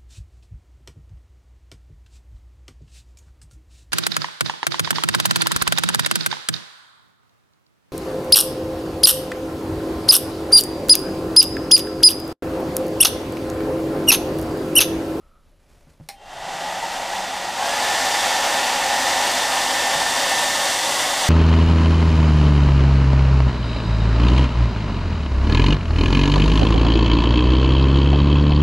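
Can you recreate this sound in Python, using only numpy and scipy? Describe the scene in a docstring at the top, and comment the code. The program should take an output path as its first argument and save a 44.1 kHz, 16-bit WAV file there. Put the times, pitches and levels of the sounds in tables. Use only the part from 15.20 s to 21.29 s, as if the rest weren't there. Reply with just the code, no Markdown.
"""Cloth rustles over room tone, a thin hiss and a whistle; a shoe is set on a wooden stool.
A hair dryer's switch snaps: the fan spins up to low speed, and later to high, in a tiled room.
Noise shaped by barrel resonances makes the roar, sines locked to the shaft make hum and blade whine.
As the dryer is turned about, the roar changes colour and the whine changes level; late on, the stool
is knocked once more. Knocks and snaps are impulses into decaying modes."""
import sys
import numpy as np
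from scipy import signal
from scipy.fft import rfft, irfft
from scipy.io import wavfile
from scipy.ndimage import uniform_filter1d

SR = 44100
rng = np.random.default_rng(int(sys.argv[2]) if len(sys.argv) > 2 else 0)


def to_linear_factor(level_db):
    """Convert decibel levels (scalar or array-like) to linear amplitude factors."""
    exponent = np.asarray(level_db, float) / 20
    return 10 ** exponent


def unload_wav(signal):
    """Save mono or channel-first audio to the path in sys.argv[1] as 16-bit WAV at rate SR, clipped to [-1, 1]."""
    wavfile.write(
        sys.argv[1],
        SR,
        np.round(np.clip(np.atleast_2d(signal).T, -1, 1) * 32767).astype(np.int16),
    )


N = 268569
T = np.arange(N) / SR
HZ = np.fft.rfftfreq(N, 1 / SR) + 1  # one up, so that its logarithm exists

# Speeds of the motor. Each row: start in seconds, shaft speed approached in Hz (turns per second),
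# time constant of the spin-up in seconds.
SPEEDS = [(.885, 189.5, .23), (2.35, 256.9, .115)]
FULL_SPEED_HZ = SPEEDS[-1][1]


def curve(table, column=1):
    """One column of a table, drawn as straight lines over time."""
    table = np.array(table)
    return np.interp(T, table[:, 0], table[:, column])


def colour(table, column=1):
    """Gain per frequency, in straight lines between dB points on a logarithmic pitch scale."""
    table = np.array(table)
    return to_linear_factor(np.interp(np.log(HZ), np.log(table[:, 0]), table[:, column]))


def peak(hz, width):
    """Gain of a steep resonance, halved at half its width to either side."""
    return 1 / (1 + (2 * (HZ - hz) / width) ** 2)


def noise(gain):
    """Noise of the given colour, rms 1."""
    x = irfft(rfft(rng.standard_normal(N)) * gain, N)
    return x / x.std()


def walk(rate):
    """Slow random wander of spread 1, its gain falling to half at the rate in Hz."""
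    return noise(1 / (1 + (HZ / rate) ** 2))


def ring(hits, modes):
    """Blows into decaying modes, each given as Hz, dB and seconds to fall by 60 dB."""
    t = T[:SR // 2]
    tail = 0
    for hz, db, t60 in modes:
        decay = np.exp(-np.log(1000) * t / t60)
        tail = tail + to_linear_factor(db) * decay * np.sin(2 * np.pi * hz * t)
    return signal.fftconvolve(hits, tail)[:N]


def shaft():
    """The motor closes in on each new speed exponentially; gives turns per second."""
    hz, last_hz = np.zeros(N), 0
    for start, reached_hz, tau in SPEEDS:
        rise = 1 - np.exp(-np.maximum(T - start, 0) / tau)
        hz = hz + (reached_hz - last_hz) * rise
        last_hz = reached_hz
    return hz


def air(load):
    """One turbulent stream; each pose lets other resonances reach the microphone."""
    # How the hand holds the dryer. Each row: time in seconds, pose (0 side-on, 1 nozzle on the shoe,
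    # 2 intake turned near, blends in between), nearness in dB.
    hold = [(1.0, 0, -4.5), (1.25, 0, .5), (1.6, 0.48, 1), (2.3, 0.53, .5), (2.65, 1.1, 0.5),
            (3.0, 1.2, 1.5), (3.5, 1.02, 0.5), (4.3, 1.4, 0.7), (4.8, 1.41, 0), (5.4, 1.87, 0.4),
            (6.09, 1.78, 0)]
    # Broad colour of the air. Each row: frequency in Hz, relative level in dB for poses 0, 1 and 2.
    broad = [(45, -32, -33, -26), (80, -18.5, -21.5, -20), (144, -22, -26.5, -22.5), (184, -14, -20.5, -20),
             (224, -16, -16, -14.5), (510, -15.5, -16, -16.5), (698, -2.5, -11, -8.5),
             (930, -12, -9.5, -18), (1570, -13.5, -12, -11), (2430, -18, -13, -16), (3180, -16, -12, -10),
             (3960, -19.5, -14.5, -12.5), (5970, -22, -16, -13.5), (8920, -28, -21, -15.5),
             (10880, -34.5, -27.5, -23.5), (16200, -45, -35, -32.5)]
    # Resonances of barrel, stool and floor. Each row: frequency in Hz, width in Hz, relative level in dB
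    # for poses 0, 1 and 2.
    resonances = [(539, 14, -6.5, -3.5, -15), (567.6, 96, -7, -5.5, -3), (699, 77, -6, -3.5, -8),
                  (769, 36, 4, 5.5, 2.5), (828, 59, 3, 4.5, -7), (936, 127, -7, -2, -2),
                  (1105, 98, -46, -25, -5.5), (1240, 23, -71, -65, -7), (1406, 52, -16, -12, -31.5),
                  (1735, 170, -15, -9.5, -11), (1927, 126, -7, -5, -6), (2002, 39, -15, -21, -2.5),
                  (2170, 76, -23, -11, -9), (2790, 250, -19, -16, -10.5), (3560, 290, -16, -14, -7),
                  (4650, 700, -31, -16.5, -15), (5940, 230, -28, -15, -11), (7500, 800, -26, -20.5, -17)]
    roar_db = -20.5  # at full speed, before nearness
    stream, pose, roar = rfft(rng.standard_normal(N)), curve(hold), 0
    for k in range(3):
        power = colour(broad, column=k + 1) ** 2
        for hz, width, *db in resonances:
            power = power + (to_linear_factor(db[k]) * peak(hz, width)) ** 2
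        view = irfft(stream * np.sqrt(power), N)
        share = np.maximum(1 - np.abs(pose - k), 0)
        roar = roar + share * view / view.std()
    flicker_db = 0.38 * walk(4.4) + 0.42 * walk(47)
    return roar * load * to_linear_factor(roar_db + curve(hold, column=2) + flicker_db)


def fan(hz, load):
    """Unbalance hums once a turn, seven blades whine at multiples of seven, the windings buzz."""
    # Blade tones. Each row: multiple of shaft speed, rms level in dB at full speed before the whine's level
    # curve.
    blades = [(7, -32), (14, -41.5), (21, -44)]
    # Level of the whine over time: lower at the low speed, then changing as the dryer is pointed about. Each
    # row: time in seconds, level change in dB.
    whine_course = [(1.5, -8), (2.0, -13), (2.3, -12), (2.4, -2), (3.05, 1), (3.45, -5), (3.8, 0), (5.5, 1),
                    (5.7, -13), (6.09, -7)]
    # Buzz of the windings. 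Each row: frequency in Hz, rms level in dB at full speed.
    windings = [(100, -56.5)]
    # Barrel resonance that the fifth multiple glides through: centre in Hz, width in Hz, rms level in dB
    # at the centre.
    centre_hz, width, fifth_db = (915, 330, -44)
    hum_db, hum_power = -49, 1.7  # rms at full speed; hum grows more slowly with speed than the air
    turns = 2 * np.pi * np.cumsum(hz * (1 + 0.00066 * walk(4.0))) / SR  # shaft angle, slightly unsteady
    hum = to_linear_factor(hum_db + 0.76 * walk(5.9)) * np.sin(turns) * (hz / FULL_SPEED_HZ) ** hum_power
    whine = 0
    for multiple, db in blades:
        whine = whine + to_linear_factor(db + 1.5 * walk(12) + curve(whine_course)) * np.sin(multiple * turns)
    fifth = 5 * turns
    fifth_hz = np.gradient(fifth) * SR / (2 * np.pi)
    barrel = 1 / (1 + (2 * (fifth_hz - centre_hz) / width) ** 2)
    glide = to_linear_factor(fifth_db + 7.5 * walk(12)) * np.sin(fifth) * barrel
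    buzz = sum(to_linear_factor(db + 1.6 * walk(4)) * np.sin(2 * np.pi * f * T) for f, db in windings)
    return np.sqrt(2) * (hum + glide * (hz > 0) + load * (whine + buzz))  # root 2: sines of rms 1


def brushes(hz):
    """Brush friction rings the motor can from the first turns."""
    # Ringing of the can. Each row: frequency in Hz, width in Hz, rms level in dB at full speed.
    can_modes = [(2770, 55, -51), (3150, 50, -51)]
    friction = sum(to_linear_factor(db + .8 * walk(12)) * noise(peak(f, width)) for f, width, db in can_modes)
    return friction * (hz / FULL_SPEED_HZ) ** 0.85


def switch():
    """The rocker lets go, lands and settles; each noisy crack has its own pitch and rings the shell."""
    # Cracks of the rocker. Each row: start in seconds, level in dB, pitch in Hz.
    snaps = [(.8878, -26, 5400), (.8902, -23, 9000), (.899, -37, 5000)]
    # Modes of the dryer's shell. 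Each row: frequency in Hz, level in dB, 60 dB decay in seconds.
    shell_modes = [(791, -15, .8), (730, -12, .025), (2300, -7, .012), (3500, -13, .008), (5500, -7, .01)]
    hits, cracks, t = np.zeros(N), np.zeros(N), T[:400]
    for start, db, hz in snaps:
        i = int(start * SR)
        hits[i] = to_linear_factor(db)
        grit = 1.3 * uniform_filter1d(rng.standard_normal(len(t)), size=2)
        burst = grit + .5 * np.sin(2 * np.pi * hz * t)
        cracks[i:i + len(t)] += to_linear_factor(db) * burst * np.exp(-t / .0013)
    return ring(hits, shell_modes) + cracks


def knocks():
    """Dull blows on the stool's seat; a brighter blow stirs the upper modes more."""
    # Blows on the seat. Each row: start in seconds, impulse level in dB, lift of the upper modes in dB.
    blows = [(0.672, -47, 6), (.80, -39.5, 4.5), (.8095, -32, -4), (4.757, -33, 8)]
    # Modes of the wooden seat. 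Each row: frequency in Hz, level in dB, 60 dB decay in seconds.
    seat_modes = [(156, 0, .19), (245, -5, .05), (560, -10, .035), (760, -14, .03), (1405, -30, .1)]
    out = 0
    for start, db, bright_db in blows:
        hit = np.zeros(N)
        hit[int(start * SR)] = to_linear_factor(db)
        out = out + ring(hit, [(f, d + bright_db * (f > 200), t60) for f, d, t60 in seat_modes])
    return out


def rub(start, hold_s):
    """Envelope that swells up to its moment, holds, dies away."""
    rise_s, fade_s = 0.018, 0.04  # time constants
    swell = np.minimum(T - start, 0) / rise_s
    fade = np.maximum(T - start - hold_s, 0) / fade_s
    return np.exp(swell - fade)


def rustle():
    """Cloth and hands rub in patches: coloured noise under swelling envelopes with a rough level."""
    # Rubs of cloth and hands. Each row: start of the hold in seconds, hold in seconds, rms level in dB.
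    rubs = [(.25, .03, -65.5), (.415, .02, -64), (0.496, 0.043, -62), (0.542, .008, -62), (0.602, .05, -63),
            (.695, .04, -60.5), (.82, 0.055, -64)]
    # Colour of cloth. Each row: frequency in Hz, relative density in dB per Hz.
    cloth_colour = [(150, 1), (550, -3), (1600, -9), (3000, -14), (6000, -15.5), (10000, -19.5),
                    (15000, -28)]
    envelope = sum(to_linear_factor(db) * rub(start, hold_s) for start, hold_s, db in rubs)
    return noise(colour(cloth_colour)) * envelope * to_linear_factor(1.8 * walk(60))


def hiss():
    """A thin band of noise that soon fades out."""
    stops_s, fade_s = 0.22, .025  # start of the fade, its time constant
    fade = np.exp(-np.maximum(T - stops_s, 0) / fade_s)
    return to_linear_factor(-64.5) * fade * noise(peak(1280, 180))


def whistle():
    """Electronics whistle steadily as a narrow band of noise."""
    # The whistle's band: frequency in Hz, width in Hz, rms level in dB.
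    hz, width, db = (11100, 400, -83)
    return to_linear_factor(db) * noise(peak(hz, width))


def room_tone():
    """Mostly low noise of the room, wavering slightly."""
    # Colour of the quiet room. Each row: frequency in Hz, relative density in dB per Hz.
    quiet_colour = [(12, -26), (20, 10.5), (35, 1), (70, -2.5), (106, -10.5), (161, -14.5), (478, -22),
                    (565, -14), (649, -21.5), (1270, -30), (2840, -32), (11100, -43), (15500, -48)]
    return noise(colour(quiet_colour)) * to_linear_factor(-54 + 0.5 * walk(9))


def tiles(dry, db):
    """Dense echoes off hard walls, duller as they die."""
    t60_s, bright_fade_s = 0.2, 0.18  # 60 dB decay of the whole; extra time constant of the bright part
    t = T[:SR // 2]
    white = rng.standard_normal(len(t))
    bright = 1.9 * white * np.exp(-t / bright_fade_s)
    dull = uniform_filter1d(white, size=4)
    echo = (bright + dull) * np.exp(-np.log(1000) * t / t60_s) * (t > .003)  # first echo after 3 ms
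    return dry + to_linear_factor(db) * signal.fftconvolve(dry, echo / np.sqrt(np.sum(echo ** 2)))[:N]


def scene():
    """Everything reaches one microphone; the walls return more of the snap than of the shielded roar."""
    hz = shaft()
    load = (hz / FULL_SPEED_HZ) ** 2.34  # air pressure grows as this power of speed
    roar = tiles(air(load) + brushes(hz), db=-15)
    dryer = roar + fan(hz, load) + tiles(switch(), db=-4)
    mono = dryer + knocks() + rustle() + hiss() + whistle() + room_tone()
    return np.array([mono, mono])


def band_limit(x):
    """A steep low-pass at the top of the band."""
    return signal.sosfilt(signal.butter(12, 16280, fs=SR, output="sos"), x)


def record(dry):
    """Both channels carry one microphone plus a slight low drift of opposite sign; the top is cut."""
    drift = to_linear_factor(-69) * noise(1 / (1 + (HZ / 40) ** 2)) * np.array([[1], [-1]])
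    top_cut = signal.ellip(10, .2, 80, 15350, fs=SR, output="sos")  # steep low-pass, edge in Hz
    mix = signal.sosfilt(top_cut, dry + drift)
    return band_limit(mix)


dry = scene()
out = record(dry)
unload_wav(out)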